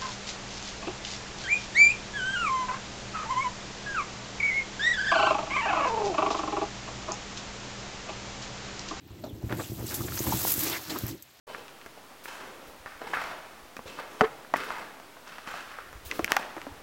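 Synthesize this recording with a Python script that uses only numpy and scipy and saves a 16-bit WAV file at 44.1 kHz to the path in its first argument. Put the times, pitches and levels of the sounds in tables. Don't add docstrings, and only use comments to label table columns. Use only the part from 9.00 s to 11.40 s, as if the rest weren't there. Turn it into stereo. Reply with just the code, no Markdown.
import sys
import numpy as np
from scipy import signal
from scipy.fft import rfft, irfft
from scipy.io import wavfile

SR = 44100
rng = np.random.default_rng(int(sys.argv[2]) if len(sys.argv) > 2 else 0)


def store_pcm(level_fs):
    pcm = np.round(np.clip(level_fs, -1, 1) * 32767).astype(np.int16)
    wavfile.write(sys.argv[1], SR, np.atleast_2d(pcm).T)


N = 105840
TOP_HZ = 15800


def undb(db):
    return 10 ** (np.asarray(db) / 20)


def unit(x):
    return x / np.sqrt(np.mean(x ** 2) + 1e-18)


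def curve(table):
    rows = np.array(table, float)
    return [np.interp(np.arange(N) / SR, rows[:, 0], column) for column in rows.T[1:]]


def pan(db):
    gains = undb(np.array([db, -db]).reshape(2, -1) / 2)
    return gains / np.sqrt(np.mean(gains ** 2, axis=0))


def colour(x, points):
    hz, db = np.array(points, float).T
    size = 4096
    log_hz = np.log(np.fft.rfftfreq(size, 1 / SR) + 1)
    cepstrum = irfft(np.log(undb(np.interp(log_hz, np.log(hz), db))))
    cepstrum[1:size // 2] *= 2
    cepstrum[size // 2 + 1:] = 0
    response = irfft(np.exp(rfft(cepstrum)))
    return signal.fftconvolve(x, response[None] / np.linalg.norm(response), axes=1)[:, :x.shape[1]]


def resonate(x, hz, q):
    return signal.lfilter(*signal.iirpeak(min(hz, TOP_HZ), max(q, hz / TOP_HZ), fs=SR), x)


def wander(rate):
    return np.interp(np.arange(N) / SR * rate, np.arange(N // 20), rng.standard_normal(N // 20))


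def add(out, start, x):
    i = max(int(start * SR), 0)
    out[:, i:i + x.shape[-1]] += x[..., :N - i]


def shelter(x, tail_db=-4, fade_s=0.0094):
    keep = np.exp(-1 / (SR * fade_s))
    energy = signal.lfilter([1 - keep], [1, -keep], x ** 2 + 1e-18)
    return x + undb(tail_db) * np.sqrt(energy) * rng.standard_normal(x.shape)


def crackle(per_s, scatter_db, ring_s):
    out, age = np.zeros((2, N)), np.arange(128)
    for side in out:
        draws = rng.random((40000, 4))[:int(per_s * N / SR)]
        when, pitch, size, phase = draws.T[:, :, None]
        fade = undb(-scatter_db * np.log(.01 + .99 * size)) * np.exp(-age / SR / ring_s)
        ticks = fade * np.cos(2 * np.pi * (pitch * TOP_HZ * age / SR + phase))
        positions = ((when * N).astype(int) + age) % N
        side += np.bincount(positions.ravel(), ticks.ravel(), N)
    return unit(shelter(out))


def shifting(x, depth_db, rate):
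    half_octaves = 2 * np.log2(np.maximum(np.fft.rfftfreq(N, 1 / SR), 500) / 500)
    spectrum = rfft(x)
    bands = (irfft(spectrum * np.maximum(1 - abs(half_octaves - k), 0), N) for k in range(12))
    return unit(sum(band * undb(depth_db * wander(rate)) for band in bands))


# (frequency [Hz], level [dB])
AIR_TONE = [(100, 4.5), (300, -7), (800, -15), (2000, -5.5), (4300, -5.5), (6500, -48), (15000, -27)]
def air():
    return colour(rng.standard_normal((2, N)), AIR_TONE) * undb(-59.5) * pan(-22)


# (time [s], level [dB], left over right [dB])
RUSTLE = [(0, -68, 9), (.08, -62, 5), (.43, -60, 7), (.52, -63, 10), (.63, -42.5, -3), (.68, -49, 0),
          (.83, -51.5, 0), (.87, -43, 1), (.95, -38.5, 12), (1.0, -44, 1), (1.12, -41.5, -4.5),
          (1.17, -37.5, 8), (1.25, -41, 7), (1.49, -37.5, 4), (1.555, -46, -19), (1.6, -36.5, 0.5),
          (1.74, -33, 0), (1.81, -48, 6), (1.87, -43, -3), (1.9, -40.5, 6), (2.02, -52, -5),
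          (2.09, -38, -0.5), (2.125, -50.5, -1), (2.205, -64, 4), (2.25, -61, 1), (2.4, -60, -2)]
# (frequency [Hz], level [dB])
RUSTLE_TONE = [(500, -57), (1500, -8), (3000, 0), (6000, 5), (7900, 4.5), (9300, -10), (16000, -6)]
def bundle():
    db, side_db = curve(RUSTLE)
    ticks = colour(crackle(per_s=2200, scatter_db=2.5, ring_s=0.00034), RUSTLE_TONE)
    return shifting(ticks, depth_db=5, rate=44) * undb(db) * pan(side_db)


# (time [s], relative level [dB], left over right [dB])
SEEDS = [(0, -69, 6), (.44, -60, 14), (.6, -46, 0), (.83, -48, 3), (.88, -37, 0), (.95, -40, -3),
         (1.01, -42.5, -0.5), (1.12, -43, 3), (1.16, -34.5, 1), (1.36, -33.5, 9), (1.515, -23.5, 22),
         (1.56, -33, 25), (1.6, -29, 16), (1.73, -35.5, 8), (1.8, -45, 11), (2.03, -42.5, 12),
         (2.085, -47, 16), (2.18, -58, 5), (2.4, -65, 11)]
# (frequency [Hz], level [dB])
SEED_TONE = [(2000, -16.5), (7000, -7.5), (10000, -9), (12000, -1.5), (16000, -1.5)]
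def seed_heads():
    db, side_db = curve(SEEDS)
    ticks = colour(crackle(per_s=6000, scatter_db=1.5, ring_s=0.00012), SEED_TONE)
    flicker_db = 2 * wander(160)
    return ticks * undb(db + 3 + flicker_db) * pan(side_db)


# (time [s], relative level [dB])
CRUNCH = [(0, -83), (.09, -59), (.36, -66), (.6, -48), (.76, -60), (.93, -47.5), (1.05, -50.5), (1.35, -42),
          (1.55, -45.5), (1.66, -37.5), (1.755, -38), (1.8, -47), (1.86, -50), (1.91, -42), (2.01, -47.5),
          (2.08, -46.5), (2.17, -64), (2.4, -59)]
# (frequency [Hz], level [dB])
CRUNCH_TONE = [(150, -9.5), (400, 4), (700, 10.5), (1800, 7.5), (3200, 4.5), (5000, 2.5), (12000, -25)]
# (time [s], level [dB])
HOLLOW = [(1.1, -84), (1.52, -50), (1.66, -36), (1.86, -56), (1.92, -36), (1.97, -34.5), (2.01, -57),
          (2.04, -45), (2.15, -43.5), (2.25, -80)]
def straw(hollow_hz=315.6, hollow_q=4.1):
    db, = curve(CRUNCH)
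    ticks = colour(crackle(per_s=5000, scatter_db=0, ring_s=0.00071), CRUNCH_TONE)
    crunch = shifting(ticks, depth_db=2.5, rate=45) * undb(db + 3.5) * pan(-7.5)
    hollow_db, = curve(HOLLOW)
    hollow = resonate(resonate(rng.standard_normal(N), hollow_hz, hollow_q), hollow_hz, hollow_q)
    return crunch + unit(hollow) * undb(hollow_db)


# (time [s], level [dB], left over right [dB])
GRIP = [(0, -53, -6), (.2, -43, -5.5), (.42, -43.5, 4.5), (.56, -37, -6), (.67, -43, 1), (.83, -38, -15),
        (.92, -41.5, -1), (1.02, -33, -11), (1.16, -40.5, -4.5), (1.33, -27, -5), (1.55, -42, -5),
        (1.7, -43, -2), (1.85, -56.5, 0), (1.92, -39, -6), (2.0, -49, -4), (2.12, -40.5, -4.5),
        (2.24, -64, -1), (2.4, -73, -14)]
# (frequency [Hz], level [dB])
GRIP_TONE = [(20, -50.5), (45, -3), (105, 2), (240, -7.5), (330, -2), (430, -14), (900, -22.5), (1600, -44),
             (5000, -66)]
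def grip(alike_from_s=1.6):
    db, side_db = curve(GRIP)
    creep = rng.standard_normal((3, N))
    shared = np.where(np.arange(N) / SR > alike_from_s, 1, .25)
    shake = np.sqrt(shared) * creep[2] + np.sqrt(1 - shared) * creep[:2]
    shake *= undb(2.3 * wander(45.18))
    return colour(shake, GRIP_TONE) * undb(db) * pan(side_db)


# (time [s], relative level [dB], left over right [dB], pitch [Hz], fade time [s])
SNAPS = [(.076, -43, 14, 14100, 0.00061), (0.239, -41, -3, 3930, 0.013), (.299, -42, 12, 14100, .0009),
         (.497, -23, -29, 1760, 0.00089), (0.525, -14.5, -31, 1480, 0.0023), (0.598, -27, -20, 1380, .002),
         (0.942, -22.5, -8, 10700, 0.021), (1.121, -19.5, -12, 1400, 0.002),
         (1.539, -16.5, 13, 12700, 0.0037), (1.592, -20.5, 31, 12000, 0.0039),
         (1.607, -17, 16, 14200, 0.0017), (1.988, -18, 17, 11600, 0.001), (2.066, -25, 10, 13500, 0.0018),
         (2.08, -33, 11, 12900, 0.018), (2.224, -34.5, 3, 11700, 0.0051)]
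# (frequency [Hz], level [dB])
SNAP_TONE = [(300, 1.5), (2000, 2), (7500, 4.5), (9500, -10), (12000, 2), (16000, 2)]
def snaps():
    out, t = np.zeros((2, N)), np.arange(SR // 16) / SR
    for start, db, side_db, hz, fade_s in SNAPS:
        burst = rng.standard_normal((2, len(t))) * np.exp(-t / fade_s)
        snap = 0.069 * burst + 2.04 * resonate(burst, hz, q=3.5)
        add(out, start, snap * undb(db) * pan(side_db))
    return colour(out, SNAP_TONE)


# (time [s], relative level [dB], left over right [dB], contact time [s])
BUMPS = [(0.105, -34, 13, 0.0087), (0.329, -28, 24, 0.012), (.438, -21, 33, 0.0045),
         (0.465, -25.5, 27, 0.008), (.526, -22, -16, 0.00033), (0.588, -26.5, -26, 0.00038),
         (.698, -28.5, 13, 0.003), (0.719, -28, -20, 0.00021), (0.798, -27.5, 35, 0.0056),
         (0.842, -26.5, 22, 0.00064), (1.005, -23, -15, 0.0019), (1.205, -21, -22, 0.000091),
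         (1.338, -26.5, 1, 0.0017), (1.579, -25.5, 22, 0.00073), (2.036, -23, -2.5, 0.0026)]
# (pitch [Hz], level [dB], time to fade by 60 dB [s])
CASE_NOTES = [(73, 19.5, 0.0057), (120, 3.5, 0.14), (223, 3.5, 0.06), (325.7, 11, 0.049), (920, -30, 0.053)]
def bumps():
    out, t = np.zeros((2, N)), np.arange(SR // 6) / SR
    ring = sum(undb(db - 60 * t / fade_s) * np.sin(2 * np.pi * hz * t) for hz, db, fade_s in CASE_NOTES)
    for start, db, side_db, contact_s in BUMPS:
        push = t * np.exp(-np.pi * t / contact_s)
        thud = signal.fftconvolve(ring, push)[:len(t)]
        add(out, start, 2 * thud / np.abs(thud).max() * undb(db) * pan(side_db))
    return out


# (time [s], length [s], relative level [dB], first pitch [Hz], last pitch [Hz])
WHISTLES = [(0.195, .16, -59.5, 5100, 2700), (.16, 0.18, -65, 14600, 12400)]
def whistles():
    out = np.zeros((2, N))
    for start, length, db, first_hz, last_hz in WHISTLES:
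        n = int(length * SR)
        phase = 2 * np.pi * np.cumsum(np.geomspace(first_hz, last_hz, n)) / SR
        rough_tone = np.sin(phase) * wander(600)[:n]
        add(out, start, rough_tone * np.hanning(n) * 2 * undb(db))
    return out


# (time [s], level [dB], left over right [dB])
KNOCKS = [(0.2371, -33.5, -6)]
# (pitch [Hz], level [dB], time to fade by 60 dB [s])
KNOCK_NOTES = [(293, 0, 0.54), (660, 2, 0.16), (1220, -13.5, 0.17)]
def knock(q=2.4):
    out, t = np.zeros((2, N)), np.arange(SR // 3) / SR
    for start, db, side_db in KNOCKS:
        for hz, note_db, fade_s in KNOCK_NOTES:
            noise = rng.standard_normal((2, len(t)))
            rattle = unit(resonate(resonate(noise, hz, q), hz, q))
            add(out, start, rattle * undb(db + note_db - 60 * t / fade_s) * pan(side_db))
    return out


# (time [s], length [s], level [dB], left over right [dB], pitch [Hz], clearness of the ring [Q])
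SCRAPES = [(0.408, 0.082, -44.5, -7.5, 610, 1.3), (0.483, 0.092, -32.5, -30, 1220, 0.45),
           (.588, 0.046, -29.5, -29, 960, 0.84), (0.763, 0.12, -39.5, -28, 700, 0.71),
           (0.864, 0.013, -37, 10, 7700, 5.4), (0.895, 0.085, -39, 3, 1900, 1.15),
           (1.001, 0.031, -36.5, -35, 1210, 5.9), (1.078, 0.019, -35.5, 7, 1870, 0.94),
           (1.171, 0.015, -33.5, 16, 1680, 3.5), (1.185, 0.019, -30.5, -1, 6530, 16),
           (1.264, .018, -31.5, -4, 970, 2.2), (1.317, 0.03, -25.5, -1.5, 900, 8.1),
           (1.447, .01, -26, -28, 805, 2.8), (1.47, 0.0081, -28.5, -10, 1330, 0.8),
           (1.721, 0.082, -32, -4, 1960, 3.8), (1.892, 0.035, -31, -4, 4130, 3.7),
           (1.943, 0.047, -33.5, -4, 1250, 3.1)]
# (frequency [Hz], level [dB])
SCRAPE_TONE = [(60, -41), (150, 15), (900, -2.5), (2200, -8.5), (3300, -16.5), (16000, -24)]
def scrapes():
    out = np.zeros((2, N))
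    rubbing = colour(crackle(per_s=4000, scatter_db=-0.5, ring_s=0.00041), SCRAPE_TONE)
    for start, length, db, side_db, hz, q in SCRAPES:
        i, n = int(start * SR), int(length * SR)
        slips = unit(resonate(rubbing, hz, q)[:, i:i + n])
        pressure = np.sin(np.pi * np.linspace(0, 1, n) ** 0.69) ** 2
        add(out, start, slips * pressure * undb(db) * pan(side_db))
    return out


def scene():
    return (air() + bundle() + seed_heads() + straw() + snaps() + scrapes() + whistles()
            + knock() + bumps() + grip())


def record(dry, low_cut_hz=66.7):
    low_cut = signal.butter(3, low_cut_hz, "high", fs=SR, output="sos")
    high_cut = signal.ellip(10, .2, 80, TOP_HZ, fs=SR, output="sos")
    return signal.sosfilt(high_cut, signal.sosfilt(low_cut, dry))


dry = scene()
out = record(dry)
store_pcm(out)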